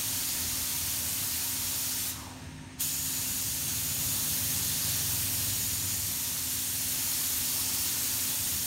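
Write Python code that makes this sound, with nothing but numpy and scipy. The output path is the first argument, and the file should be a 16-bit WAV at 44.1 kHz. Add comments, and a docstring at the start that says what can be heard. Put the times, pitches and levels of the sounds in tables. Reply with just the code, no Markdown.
"""A workshop, close on a compressed-air spray gun that hisses over a plastic headlamp lens; a compressor
hums behind. At 2.1 s the trigger is let go and the air sighs down to a thin leak, while a low drone comes
in and the microphone is carried a little nearer. At 2.8 s the air returns with a spurt, and from then on
the air cap's whistle flares now and then. An engine outside swells around 3.5 s and fades around 6.2 s;
the gun makes two more passes over the lens, from 4 s and from 6.8 s."""
import sys
import numpy as np
from scipy import signal
from scipy.fft import rfft, irfft
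from scipy.io import wavfile
from scipy.ndimage import uniform_filter1d

SR = 44100
rng = np.random.default_rng(int(sys.argv[2]) if len(sys.argv) > 2 else 0)


def persist_wave(psi):
    """Save psi, clipped to +-1, as 16-bit WAV."""
    counts = np.round(np.clip(psi, -1, 1) * 32767).astype(np.int16)
    wavfile.write(sys.argv[1], SR, np.atleast_2d(counts).T)


N = 381888
TIME, ALL_HZ = np.arange(N) / SR, np.fft.rfftfreq(N, 1 / SR)
FRAME_S, BIN_HZ = np.arange(N // 128 + 5) * 128 / SR, np.fft.rfftfreq(512, 1 / SR)


def gain_of(db):
    """Decibels to amplitude."""
    return 10 ** (np.asarray(db) / 20)


def unit_rms(x):
    """Scales to rms 1."""
    return x / np.sqrt(np.mean(x ** 2) + 1e-20)


def spectrum_db(points, hz):
    """Reads a spectrum table along a log-frequency axis."""
    freq_hz, level_db = np.transpose(points)
    return np.interp(np.log(hz + 1), np.log(freq_hz), level_db)


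def bells_db(rows, hz):
    """The curve of a set of bell-shaped peaks or dips."""
    return sum(db * np.exp(-.5 * ((hz - centre) / width) ** 2) for centre, width, db in rows)


def ease(t, middle_s, length_s):
    """A smooth step from 0 to 1."""
    return .5 + .5 * np.sin(np.pi * np.clip((t - middle_s) / length_s, -.5, .5))


def swell(t, middle_s, length_s):
    """A smooth arch from 0 to 1 and back."""
    return np.cos(np.pi * np.clip((t - middle_s) / length_s, -.5, .5)) ** 2


def noise(gain):
    """Noise of rms 1 with the given spectrum."""
    return unit_rms(irfft(rfft(rng.standard_normal(N)) * gain, N))


def drift(rate_hz):
    """A random wander of rms 1, up to about the given rate."""
    return noise(1 / (1 + (ALL_HZ / rate_hz) ** 2))


def tone(hz):
    """A complex tone that follows a pitch curve; its real part has rms 1."""
    return np.sqrt(2) * np.exp(2j * np.pi * (np.cumsum(hz * np.ones(N)) / SR + rng.random()))


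def breathy(hz, width_hz):
    """A resonance blown by turbulence: a tone whose amplitude and phase wander."""
    return unit_rms((tone(hz) * (drift(width_hz / 2) + 1j * drift(width_hz / 2))).real)


def patches(frames, bins):
    """A random field, smoothed over time and frequency."""
    field = rng.standard_normal((len(FRAME_S), len(BIN_HZ)))
    for axis, size in enumerate((frames, bins)):
        field = uniform_filter1d(uniform_filter1d(field, size, axis), size, axis)
    return unit_rms(field)


def mic_position(t):
    """0 at the microphone's first, farther spot, 1 at the nearer one."""
    return ease(t, middle_s=2.55, length_s=.9)


# The bare jet, close up: freq_hz, relative_db
JET_SPECTRUM = [(100, -19), (450, -16), (900, -12.5), (1500, -10), (2100, -8.5), (2800, -4.5), (4200, -0.4),
                (5500, 0.26), (6500, 2.5), (8500, 2), (10000, 1.1), (11800, 0.85), (14000, -0.5),
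                (16000, -2.5)]
# Resonances of the air cap: centre_hz, width_hz, gain_db
CAP_RESONANCES = [(1750, 200, 1), (2700, 150, 1), (4480, 130, 2.4), (5400, 150, 1), (8400, 200, 1),
                  (9600, 200, 1), (11600, 220, 1), (15300, 400, 1.3)]
# Passes over the lens: start_s, end_s, square_on_s, splash_factor
LENS_PASSES = [(-0.5, 2.3, 0.34, 1), (3.98, 5.67, 4.83, 1.04), (6.8, 8.56, 7.85, 0.99)]
# What the splash on the lens adds: freq_hz, gain_db
SPLASH_COLOUR = [(600, 5.5), (1700, 3), (4000, 1.5), (8500, 1.24), (13000, 3)]
# What striking it square on adds to that: freq_hz, gain_db
SQUARE_ON_COLOUR = [(1800, 0.2), (3200, 0.7), (4500, 2), (7000, 0.2), (13000, -0.6)]
# How the hiss changes with the microphone farther off: freq_hz, gain_db
FAR_COLOUR = [(600, -1.5), (1700, -0.5), (4000, -0.55), (8500, -1.34), (13000, -2)]
def jet(eddy_db=0.7, wander_db=0.67, sweep_s=0.86, bounce=0.023, beside_ms=1.5, over_ms=0.883):
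    """Turbulent hiss: fuller where it strikes the lens, duller from farther away."""
    over_lens = sum(splash * (ease(FRAME_S, start, sweep_s) - ease(FRAME_S, end, sweep_s))
                    for start, end, _, splash in LENS_PASSES)
    square_on = sum(swell(FRAME_S, s, length_s=1) for _, _, s, _ in LENS_PASSES)
    far = 1 - mic_position(FRAME_S)
    field_db = eddy_db * patches(frames=4, bins=10) + wander_db * patches(frames=90, bins=3)
    field_db += spectrum_db(JET_SPECTRUM, BIN_HZ) + bells_db(CAP_RESONANCES, BIN_HZ)
    for amount, colour in ((over_lens, SPLASH_COLOUR), (square_on, SQUARE_ON_COLOUR), (far, FAR_COLOUR)):
        field_db += np.outer(amount, spectrum_db(colour, BIN_HZ))
    # a slower jet is duller, and the top flickers as the paint breaks up
    flicker = unit_rms(uniform_filter1d(rng.standard_normal(len(FRAME_S)), size=3))
    brightness = 0.36 * trigger(FRAME_S) - 0.1 * flicker
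    field_db += np.outer(brightness, spectrum_db([(5500, -0.61), (9000, 0.25), (12500, 0.97)], BIN_HZ))
    # the bounce off the lens combs the hiss as the gun moves from beside it to over it
    delay_ms = beside_ms + (over_ms - beside_ms) * over_lens
    comb = 1 + bounce * np.exp(-2j * np.pi * np.outer(delay_ms, BIN_HZ) / 1000)
    white = rng.standard_normal(field_db.shape) + 1j * rng.standard_normal(field_db.shape)
    _, hiss = signal.istft((white * comb * gain_of(field_db)).T, nperseg=512, noverlap=384)
    return unit_rms(hiss[:N])


def spits(per_s=55, spread_db=2.4, relative_db=-22, decay_s=0.00027):
    """Droplets tear off the nozzle as tiny ticks."""
    sizes = gain_of(spread_db * np.minimum(rng.exponential(1, N), 4))
    droplets = sizes * (rng.random(N) < per_s / SR)
    envelope = signal.lfilter([1], [1, -np.exp(-1 / (decay_s * SR))], droplets)
    bursts = envelope * rng.standard_normal(N)
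    ticks = irfft(rfft(bursts) * gain_of(spectrum_db(JET_SPECTRUM, ALL_HZ)), N)
    return gain_of(relative_db) * unit_rms(ticks)


# Flares of the air cap's whistle: middle_s, length_s, pitch_hz, relative_db
WHISTLE_FLARES = [(3.079, 1.26, 6880, -11), (3.678, .3, 6454, -16), (4.05, .9, 6890, -11.5),
                  (5.62, .35, 6760, -11), (5.875, .6, 6940, -14.5), (6.55, .25, 7290, -14),
                  (7.08, .45, 6740, -11), (8.5, 0.37, 6816, -15.5)]
def whistle(resting_hz=6910, resting_db=-21.5, width_hz=280, waver=.006):
    """A faint breathy tone at the air cap; each flare lifts it and pulls it toward its own pitch."""
    parts = [(gain_of(db) * swell(TIME, s, length), hz) for s, length, hz, db in WHISTLE_FLARES]
    parts.append((gain_of(resting_db), resting_hz))
    amplitude = sum(gain for gain, _ in parts)
    pitch_hz = sum(gain * hz for gain, hz in parts) / amplitude
    return amplitude * breathy(pitch_hz * (1 + waver * drift(5.0)), width_hz)


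def spray_gun(gain_db=-32, hiss_boost_db=1.71, flutter_db=0.15):
    """Close to the microphone: hiss, whistle and ticks all follow the air flow."""
    flow_db = gain_db + trigger(TIME) + flutter_db * drift(18)
    return gain_of(flow_db) * (gain_of(hiss_boost_db) * jet() + whistle() + spits())


# The compressor's hum, behind the gun: crank_multiple, relative_db
HUM_HARMONICS = [(5, -54), (6, -62), (10, -77), (12, -61.5), (13, -66), (14, -68), (15, -62.5), (16, -51.5),
                 (17, -61), (19, -61.5), (21, -66), (22, -68.5), (24, -70), (25, -78), (29, -83),
                 (35, -69.5)]
# Its motor's whine: pitch_hz, relative_db
MOTOR_WHINE = [(713, -13), (901, -3.5), (940, -0.5), (956, -3.5)]
def compressor(crank_hz=16.1, scatter_hz=0.35, hum_db=-1.76, first_spot_db=-63.5, second_spot_db=-67.5):
    """Crank harmonics and a motor whine waver in the room; the whine drops as the microphone moves."""
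    speed_hz = crank_hz * (1 + 0.00099 * drift(1.98))
    hum = sum(gain_of(db + 1.3 * drift(2.7)) * tone(k * speed_hz + scatter_hz * drift(2.18)).real
              for k, db in HUM_HARMONICS)
    whine = sum(gain_of(db + 4.5 * drift(4.9)) * tone(hz * (1 + 0.004 * drift(12.0))).real
                for hz, db in MOTOR_WHINE)
    whine_db = first_spot_db + (second_spot_db - first_spot_db) * mic_position(TIME)
    return gain_of(hum_db) * hum + gain_of(whine_db) * whine


# The workshop's background at the microphone: freq_hz, relative_db
ROOM_SPECTRUM = [(20, -36), (42, -9.5), (65, -4.5), (90, 1.5), (120, -5), (200, -9), (300, -12.5),
                 (450, -22.5), (700, -19), (1100, -21), (2100, -20), (5000, -34), (10500, -39),
                 (16000, -56)]
def room_tone(level_db=-48, waver_db=1.6):
    """Street rumble and room air, gently wavering."""
    return gain_of(level_db + waver_db * drift(4.4)) * noise(gain_of(spectrum_db(ROOM_SPECTRUM, ALL_HZ)))


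def trigger(t, shut_s=2.097, shutting_s=0.036, bleed_s=0.32, open_s=2.779, rise_s=0.029, settle_s=0.034):
    """Air flow in dB: it drops and bleeds away on release; on reopening, stored pressure overshoots."""
    since_shut = np.maximum(t - shut_s, 0)
    drop_db = -4 * np.minimum(since_shut / shutting_s, 1)
    bleed_db = -28 * (1 - np.exp(-since_shut / bleed_s))
    opened = np.clip((t - open_s) / rise_s, 0, 1)
    since_open = np.maximum(t - open_s - rise_s, 0)
    spurt_db = 5.5 * np.exp(-since_open / settle_s)
    return (1 - opened) * (drop_db + bleed_db) + opened * spurt_db


# Air leaking past the valve, heard close up in the pause: pitch_hz, width_hz, level_db
LEAK_BANDS = [(1772, 180, -63.5), (2623, 1000, -61), (3900, 1000, -65), (6340, 900, -66), (8160, 260, -63),
              (9000, 340, -68)]
def valve(middle_s=2.25, length_s=.52, sigh_db=-49.5, sigh_hz=969, octaves_per_s=-2.6):
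    """A hollow, falling sigh as the valve shuts, over a steady leak."""
    leak = sum(gain_of(db) * breathy(hz, width) for hz, width, db in LEAK_BANDS)
    pitch_hz = sigh_hz * 2 ** (octaves_per_s * np.clip(TIME - middle_s, -length_s, length_s))
    sigh = swell(TIME, middle_s, length_s) * breathy(pitch_hz, width_hz=540)
    return gain_of(sigh_db) * sigh + leak


def drone(pitch_hz=151, level_db=-52.5, start_s=2.32, end_s=4.98, fade_s=.3):
    """A low tone comes and goes in the background."""
    envelope = ease(TIME, start_s, fade_s) - ease(TIME, end_s, fade_s)
    return gain_of(level_db) * envelope * tone(pitch_hz * (1 + 0.0011 * drift(4.4))).real


# The speed of the engine outside: time_s, firing_hz
ENGINE_SPEED = [(0, 20.1), (3.2, 19.0), (3.8, 19.2), (4.1, 20.6), (4.7, 21.0), (5.4, 20.2), (6.2, 19.6),
                (8.66, 18)]
# Its exhaust, heard from indoors: freq_hz, relative_db
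EXHAUST_SPECTRUM = [(20, -38), (42, -17), (62, -10), (82, -2.5), (100, 5), (125, -2), (165, -5),
                    (220, -12.5), (320, -15.5), (600, -17.5), (1500, -34), (5000, -57)]
def engine(far_db=-52.5, near_db=-42.5, arrive_s=3.5, leave_s=6.17, fade_s=1.8, waver_db=2.0):
    """Firing harmonics through the exhaust over a rough rumble; it comes close, then draws off."""
    firing_hz = np.interp(TIME, *np.transpose(ENGINE_SPEED)) * (1 + 0.0057 * drift(5.9))
    near = ease(TIME, arrive_s, fade_s) - ease(TIME, leave_s, fade_s)
    harmonics = np.zeros(N)
    for k in range(2, 15):
        harmonic_db = spectrum_db(EXHAUST_SPECTRUM, k * firing_hz) + waver_db * drift(2.6)
        harmonics += gain_of(harmonic_db) * tone(k * firing_hz).real
    rumble = noise(gain_of(spectrum_db(EXHAUST_SPECTRUM, ALL_HZ)))
    return gain_of(far_db + (near_db - far_db) * near) * (unit_rms(harmonics) + 0.42 * rumble)


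def walls(x, count=14, wet=0.16):
    """Floor, wall and clutter send a handful of early echoes back to the microphone."""
    delays = (SR * np.geomspace(.003, .03, count) * rng.uniform(.9, 1.1, count)).astype(int)
    taps = np.zeros(delays.max() + 1)
    taps[delays] = rng.choice([-1., 1.], count) / np.sqrt(delays)
    return x + wet * signal.oaconvolve(x, taps / np.linalg.norm(taps))[:N]


def scene():
    """Gun close, compressor behind, engine outside: one microphone, the same in both channels."""
    mono = walls(spray_gun() + valve()) + compressor() + engine() + room_tone() + drone()
    return np.array([mono, mono])


# Dips in the microphone's response: centre_hz, width_hz, gain_db
MIC_RESPONSE = [(4680, 450, -2), (7720, 320, -3), (10350, 320, -3.5)]
def record(dry):
    """The microphone colours the treble, and the band ends at 15.8 kHz."""
    coloured = irfft(rfft(dry) * gain_of(bells_db(MIC_RESPONSE, ALL_HZ)), N)
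    lowpass = signal.firwin(511, 15800, window=("kaiser", 9), fs=SR)
    return signal.oaconvolve(coloured, lowpass[None], "same")


dry = scene()
out = record(dry)
persist_wave(out)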